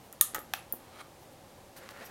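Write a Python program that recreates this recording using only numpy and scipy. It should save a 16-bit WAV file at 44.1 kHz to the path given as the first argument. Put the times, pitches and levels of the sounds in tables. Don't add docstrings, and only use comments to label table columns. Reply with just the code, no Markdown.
import sys
import numpy as np
from scipy import signal
from scipy.fft import rfft, irfft
from scipy.io import wavfile
from scipy.ndimage import uniform_filter1d

SR = 44100
rng = np.random.default_rng(int(sys.argv[2]) if len(sys.argv) > 2 else 0)


def unload_wav(signal):
    wavfile.write(
        sys.argv[1],
        SR,
        np.round(np.clip(np.atleast_2d(signal).T, -1, 1) * 32767).astype(np.int16),
    )


def gain_from_db(level_db):
    decades = np.asarray(level_db, float) / 20
    return 10 ** decades


N = 92610


def evened(x):
    return x / np.sqrt(np.mean(x ** 2) + 1e-20)


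def read(points, hz):
    f, value = np.transpose(points)
    return np.interp(np.log(hz + 1), np.log(f + 1), value)


def add(mix, s, sound):
    part = mix[round(s * SR):][:len(sound)]
    part += sound[:len(part)]


def coloured(x, gain):
    return irfft(rfft(x) * gain(np.fft.rfftfreq(len(x), 1 / SR)), len(x))


def resonate(x, hz, width_hz):
    turn = np.exp(2j * np.pi * np.cumsum(hz * np.ones(len(x))) / SR)
    r = np.exp(-np.pi * width_hz / SR)
    return 2 * (turn * signal.lfilter([1 - r], [1, -r], x / turn)).real


def part_gain(colour, rings, f, spread):
    gain = gain_from_db(read(colour, f))
    for hz, width_hz, db in rings:
        widening = 1 + spread * hz
        detune = 2 * (f - hz) / max(width_hz, 50) / widening
        gain = gain + gain_from_db(db) * np.minimum(f / hz, 1) ** 2 / np.sqrt(widening) / (1 + detune ** 2)
    return gain


def minimum_phase(gain):
    cep = irfft(np.log(gain + 1e-6))
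    cep[1:2048] *= 2
    cep[2048:] = 0
    return irfft(np.exp(rfft(cep)))


def blow(colour, rings, s, peak_db, contact_s):
    slip_s, slip_db, ring_spread_hz = 0.0015, -38, 3000
    t, f = np.arange(4096) / SR - slip_s, np.fft.rfftfreq(4096, 1 / SR)
    press = np.where(t < 0, gain_from_db(slip_db), np.exp(-(t / max(contact_s, 1e-5)) ** 2))
    force = press * rng.standard_normal(len(t))
    force[round(slip_s * SR)] = 1.2
    unevenness = np.sqrt(uniform_filter1d(abs(rfft(force)) ** 2, size=8))
    both = []
    for spread in (0, 1 / ring_spread_hz):
        body = minimum_phase(part_gain(colour, rings, f, spread) / unevenness)
        both.append(signal.fftconvolve(force, body)[:len(t)])
    return s - slip_s, gain_from_db(peak_db) * np.transpose(both) / abs(both[0]).max()


def blows(colour, rings, hits):
    out = np.zeros((N, 2))
    for hit in hits:
        add(out, *blow(colour, rings, *hit))
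    return out


# pitch_hz, level_db per Hz
HANDLE_COLOUR = [(200, -58), (500, -39.5), (900, -45), (2600, -18), (5000, -20), (11500, -7), (15000, -7),
                 (16500, -20.5)]
# pitch_hz, width_hz, level_db over the crack
HANDLE_RINGS = [(1214, 115, 1), (1806, 160, -4.5), (3620, 550, -5), (6660, 440, -1.5), (9600, 730, 4),
                (11800, 400, 1), (12000, 630, -8), (13100, 414, -12.5), (15130, 650, -6.5)]
# start_s, peak_db, contact_s
HANDLE_HITS = [
    (0.2115, 0.0038, 0.0019),
]


def handle():
    return blows(HANDLE_COLOUR, HANDLE_RINGS, HANDLE_HITS)


# pitch_hz, level_db per Hz
PAWL_COLOUR = [(1180, -52.5), (2000, -36), (3060, -20), (4710, -19), (6950, -6.5), (8290, -7), (11600, 1),
               (16500, -13.5)]
# pitch_hz, width_hz, level_db over the crack
PAWL_RINGS = [(7000, 590, -4), (11400, 710, -3.5), (14300, 950, -1), (3220, 550, -10)]
# start_s, peak_db, contact_s
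PAWL_HITS = [
    (0.127, -28, 0.00077),
]


def pawl():
    return blows(PAWL_COLOUR, PAWL_RINGS, PAWL_HITS)


# pitch_hz, level_db per Hz
HINGE_COLOUR = [(1470, -44), (2500, -28), (3070, -2), (4630, -5), (8110, -3.5), (9350, -4), (13900, 0.5),
                (16500, -10.5)]
# pitch_hz, width_hz, level_db over the crack
HINGE_RINGS = [(6830, 1000, 1), (12000, 1500, -3), (13950, 700, 3), (8750, 600, -14)]
# start_s, peak_db, contact_s
HINGE_HITS = [
    (0.3460, -22.5, 0.0037),
    (0.352, -27, 0.0015),
    (0.358, -31, 0.005),
]


def hinge():
    return blows(HINGE_COLOUR, HINGE_RINGS, HINGE_HITS)


# pitch_hz, level_db per Hz
CATCH_COLOUR = [(1470, -39), (2500, -18), (5330, -12), (7500, -11), (9500, -4), (13000, -2), (15000, 0),
                (16500, -33)]
# pitch_hz, width_hz, level_db over the crack
CATCH_RINGS = [(9600, 810, -2), (13000, 720, 0.52), (14300, 350, 0)]
# start_s, peak_db, contact_s
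CATCH_HITS = [
    (0.3903, -33, 0.003),
]


def catch():
    return blows(CATCH_COLOUR, CATCH_RINGS, CATCH_HITS)


# pitch_hz, level_db per Hz
BOX_COLOUR = [(240, -27), (500, -29), (1500, -22), (2300, -9), (4500, -12.5), (6200, -16), (9500, -16),
              (13000, -8), (15500, -29.5)]
# pitch_hz, width_hz, level_db over the crack
BOX_RINGS = [(778, 185, 6), (1233, 190, -0.5), (1640, 390, 2), (2580, 140, -0.5), (3400, 620, -4.5),
             (5800, 410, -9), (7650, 170, -23), (12300, 320, -23), (12800, 420, -18)]
# start_s, peak_db, contact_s
BOX_HITS = [
    (0.5368, -12.5, 0.0011),
]


def box():
    return blows(BOX_COLOUR, BOX_RINGS, BOX_HITS)


# pitch_hz, level_db per Hz
PIN_COLOUR = [(1000, -54), (5000, -42), (8000, -32), (10500, -14.5), (13000, -21), (15300, -4),
              (16800, -19)]
# pitch_hz, width_hz, level_db over the crack
PIN_RINGS = [(11500, 800, 0), (14150, 330, 5), (1420, 700, -22), (12900, 400, -8)]
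# start_s, peak_db, contact_s
PIN_HITS = [
    (0.7246, -13, 0.00073),
]


def pin():
    return blows(PIN_COLOUR, PIN_RINGS, PIN_HITS)


# pitch_hz, level_db per Hz
FOOT_COLOUR = [(120, -34), (250, -11), (2000, 1), (4600, 0.5), (8300, -10), (14800, -13), (16500, -46)]
# pitch_hz, width_hz, level_db over the crack
FOOT_RINGS = [(1120, 320, 9), (1940, 200, 4), (4670, 350, -12)]
# start_s, peak_db, contact_s
FOOT_HITS = [
    (1.8903, -29, 0.0006),
]


def foot():
    return blows(FOOT_COLOUR, FOOT_RINGS, FOOT_HITS)


# pitch_hz, level_db per Hz
PANEL_COLOUR = [(300, -15), (700, -35), (1300, -11), (2000, -16), (3500, -15.5), (6000, -65)]
# pitch_hz, width_hz, level_db over the crack
PANEL_RINGS = [(1305, 140, 7.5), (1900, 150, -1), (790, 150, 2.5), (485, 150, -9.5), (1590, 248, -9)]
# start_s, peak_db, contact_s
PANEL_HITS = [(0.131, -44.5, 0.002), (0.3469, -25, 0.0014), (0.3501, -25.5, 0.0018), (.354, -31.5, 0.0069),
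              (.358, -32.5, 0.0037), (.362, -30.5, 0.0033), (0.373, -33.5, 0.0017), (1.013, -47, 0.0035),
              (1.978, -53, .003), (1.987, -49, .002), (2.019, -47, 0.0024), (2.022, -45, 0.0025),
              (2.033, -48, .004), (2.047, -55, 0.0021)]


def panel():
    return blows(PANEL_COLOUR, PANEL_RINGS, PANEL_HITS)


# pitch_hz, level_db per Hz
PAD_COLOUR = [(120, -11.5), (400, 4), (1000, -8.5), (1800, -4.5), (2600, -19.5), (4000, -15), (7000, -50)]
# pitch_hz, width_hz, level_db over the thud
PAD_RINGS = [(467, 540, -27)]
# start_s, peak_db, contact_s
PAD_HITS = [
    (0.338, -35.5, 0.00036),
    (0.3669, -29, .0003),
    (0.3834, -26, 0.00044),
    (1.827, -37, 0.0003),
]


def finger_pad():
    return blows(PAD_COLOUR, PAD_RINGS, PAD_HITS)


# pitch_hz, level_db per Hz
PALM_COLOUR = [(80, -19), (250, -9), (500, -10), (1200, -21), (3000, -44)]
# start_s, peak_db, contact_s
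PALM_HITS = [
    (0.7374, -33, 0.0015),
    (0.746, -40.5, 0.0011),
]


def palm():
    return blows(PALM_COLOUR, [], PALM_HITS)


# start_s, length_s, level_db, start_hz, end_hz
SQUEAKS = [(.389, 0.068, -52, 11900, 11400), (0.25, 0.095, -60, 1200, 1260),
           (.728, 0.077, -62, 16000, 16000), (.73, 0.046, -68, 18000, 11500),
           (.543, 0.063, -53, 2620, 2700), (.543, .04, -52, 16000, 15000), (.55, .09, -56.5, 11000, 11200),
           (2.043, 0.047, -54, 13100, 12300), (2.049, .025, -57, 5700, 5650),
           (2.056, 0.016, -64, 7000, 8600)]


def squeaks():
    width_hz = 260
    out, noise = np.zeros(N), rng.standard_normal(N)
    for s, length, db, start_hz, end_hz in SQUEAKS:
        u = np.arange(0, 1, 1 / (length * SR))
        hz = start_hz + (end_hz - start_hz) * u
        tone = noise[round(s * SR):][:len(u)]
        tone = resonate(resonate(tone, hz, width_hz), hz, width_hz)
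        add(out, s, gain_from_db(db - 12 * u) * np.sin(np.pi * u) ** 0.49 * evened(tone))
    return out


def grit(spread_db):
    grains_per_s = 5000
    size = gain_from_db(spread_db * np.minimum(rng.exponential(1, N), 4))
    size = size * (rng.random(N) < grains_per_s / SR)
    return evened(size * rng.standard_normal(N) + 0.26 * rng.standard_normal(N))


# start_s, level_db
DRAG_PUSHES = [
    [(.8, -72), (.9, -69), (.98, -59), (1.015, -51), (1.022, -79), (1.06, -90)],
    [(1.7, -82), (1.756, -82), (1.762, -59), (1.81, -61.5), (1.83, -56.5), (1.884, -60), (1.89, -59),
     (1.915, -55.5), (1.93, -61.5), (1.975, -55.5), (2.0, -56.5), (2.022, -51), (2.06, -58.5), (2.1, -59.5)],
]
# pitch_hz, level_db per Hz
DRAG_COLOUR = [(120, -24.5), (200, 1), (950, -1), (1840, 0.5), (2960, -8), (4040, -10.5), (5730, -15.5),
               (12800, -24), (16000, -36)]
# pitch_hz, width_hz, level_db
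DRAG_RINGS = [
    [(1250, 120, -1.5), (2240, 220, -13), (3200, 160, -14.5), (3970, 200, -11.5), (9060, 190, -14.5)],
    [(570, 190, -6.5), (1480, 260, -12), (1770, 430, -16)],
]


def drag():
    t, out = np.arange(N) / SR, np.zeros(N)
    slips = grit(1.4)
    rub = evened(coloured(slips, lambda hz: gain_from_db(read(DRAG_COLOUR, hz))))
    for curve, rings in zip(DRAG_PUSHES, DRAG_RINGS):
        s, db = np.transpose(curve)
        push = gain_from_db(np.interp(t, s, db, -120, -120))
        ringing = sum(gain_from_db(level) * evened(resonate(slips, hz, width)) for hz, width, level in rings)
        out += push * (rub + ringing)
    return gain_from_db(1.5) * out


# start_s, length_s, level_db, centre_hz
BRUSHES = [(0.026, 0.08, -64.5, 13000), (1.204, 0.07, -65, 12000), (1.311, .04, -66, 12000),
           (1.764, 0.038, -57, 11500), (1.761, .035, -54.5, 4500), (1.9, 0.02, -56.5, 3960),
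           (1.902, .018, -66, 10000), (2.042, 0.035, -57, 13500), (2.055, 0.029, -55, 5000),
           (2.082, .018, -62, 12500)]


def brushes():
    octaves, floor_db = 0.3, 3
    out, slips = np.zeros(N), grit(1.55)
    for s, length, db, centre_hz in BRUSHES:
        part = slips[round(s * SR):][:round(length * SR)]
        u = np.arange(len(part)) / len(part)

        def tint(hz):
            band = np.exp(-(np.log2((hz + 1) / centre_hz) / octaves) ** 2)
            return gain_from_db(floor_db) * hz / (hz + 2500) + band

        add(out, s, gain_from_db(db) * np.sin(np.pi * u ** 0.63) * evened(coloured(part, tint)))
    return out


# delay_s, level_db
ECHOES = [(.0028, -14), (.0086, -19), (.0148, -24), (.019, -31), (.0235, -33), (.03, -37)]
# pitch_hz, t60_s
ROOM_DECAY = [(300, 0.3), (1200, 0.33), (4000, 0.27), (10000, 0.26), (16000, 0.11)]


def room(direct, spread):
    tail_db, tail_start_s, smear_s = -11, 0.0016, 0.0002
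    hz, t, z = signal.stft(rng.standard_normal(SR // 2), SR, nperseg=128)
    tail = signal.istft(z * gain_from_db(-60 * t / read(ROOM_DECAY, hz)[:, None]), SR, nperseg=128)[1]
    tail *= np.clip(np.arange(len(tail)) / SR / tail_start_s - 0.5, 0, 1)
    path = gain_from_db(tail_db) * tail / np.linalg.norm(tail)
    for s, db in ECHOES:
        smear = rng.standard_normal(65) * np.exp(-np.arange(65) / SR / smear_s)
        smear = np.diff(smear, prepend=0)
        add(path, s, gain_from_db(db) * smear / np.linalg.norm(smear))
    return direct + signal.fftconvolve(spread, path)[:N]


# pitch_hz, level_db per Hz
AIR_COLOUR = [(12, -41), (20, -11.5), (114, -5.5), (265, -5), (322, -7), (791, -8), (1390, -17.5),
              (12400, -26), (16400, -32)]
# pitch_hz, width_hz, level_db
HUMS = [(108, 57, -65.5), (531, 45, -64), (764, 53, -67), (348.5, 10.3, -68.5)]


def air():
    noise = rng.standard_normal((2, N))
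    bed = gain_from_db(-56) * evened(coloured(noise[0], lambda hz: gain_from_db(read(AIR_COLOUR, hz))))
    return bed + sum(gain_from_db(db) * evened(resonate(noise[1], hz, width)) for hz, width, db in HUMS)


def scene():
    crank = handle() + pawl() + hinge() + catch() + pin()
    body = box() + foot() + panel()
    hands = finger_pad() + palm()
    rubbing = squeaks() + drag() + brushes()
    direct, spread = (crank + body + hands).T + rubbing
    return (room(direct, spread) + air())[None]


def low_pass(x):
    return signal.sosfilt(signal.butter(12, 16820, fs=SR, output="sos"), x)


def record(dry):
    edge_hz = 16170
    lowpass = signal.firwin(255, edge_hz, window=("kaiser", 8), fs=SR)
    x = signal.oaconvolve(dry, lowpass[None], "same")
    return low_pass(np.clip(x, -1, 1))


dry = scene()
out = record(dry)
unload_wav(out)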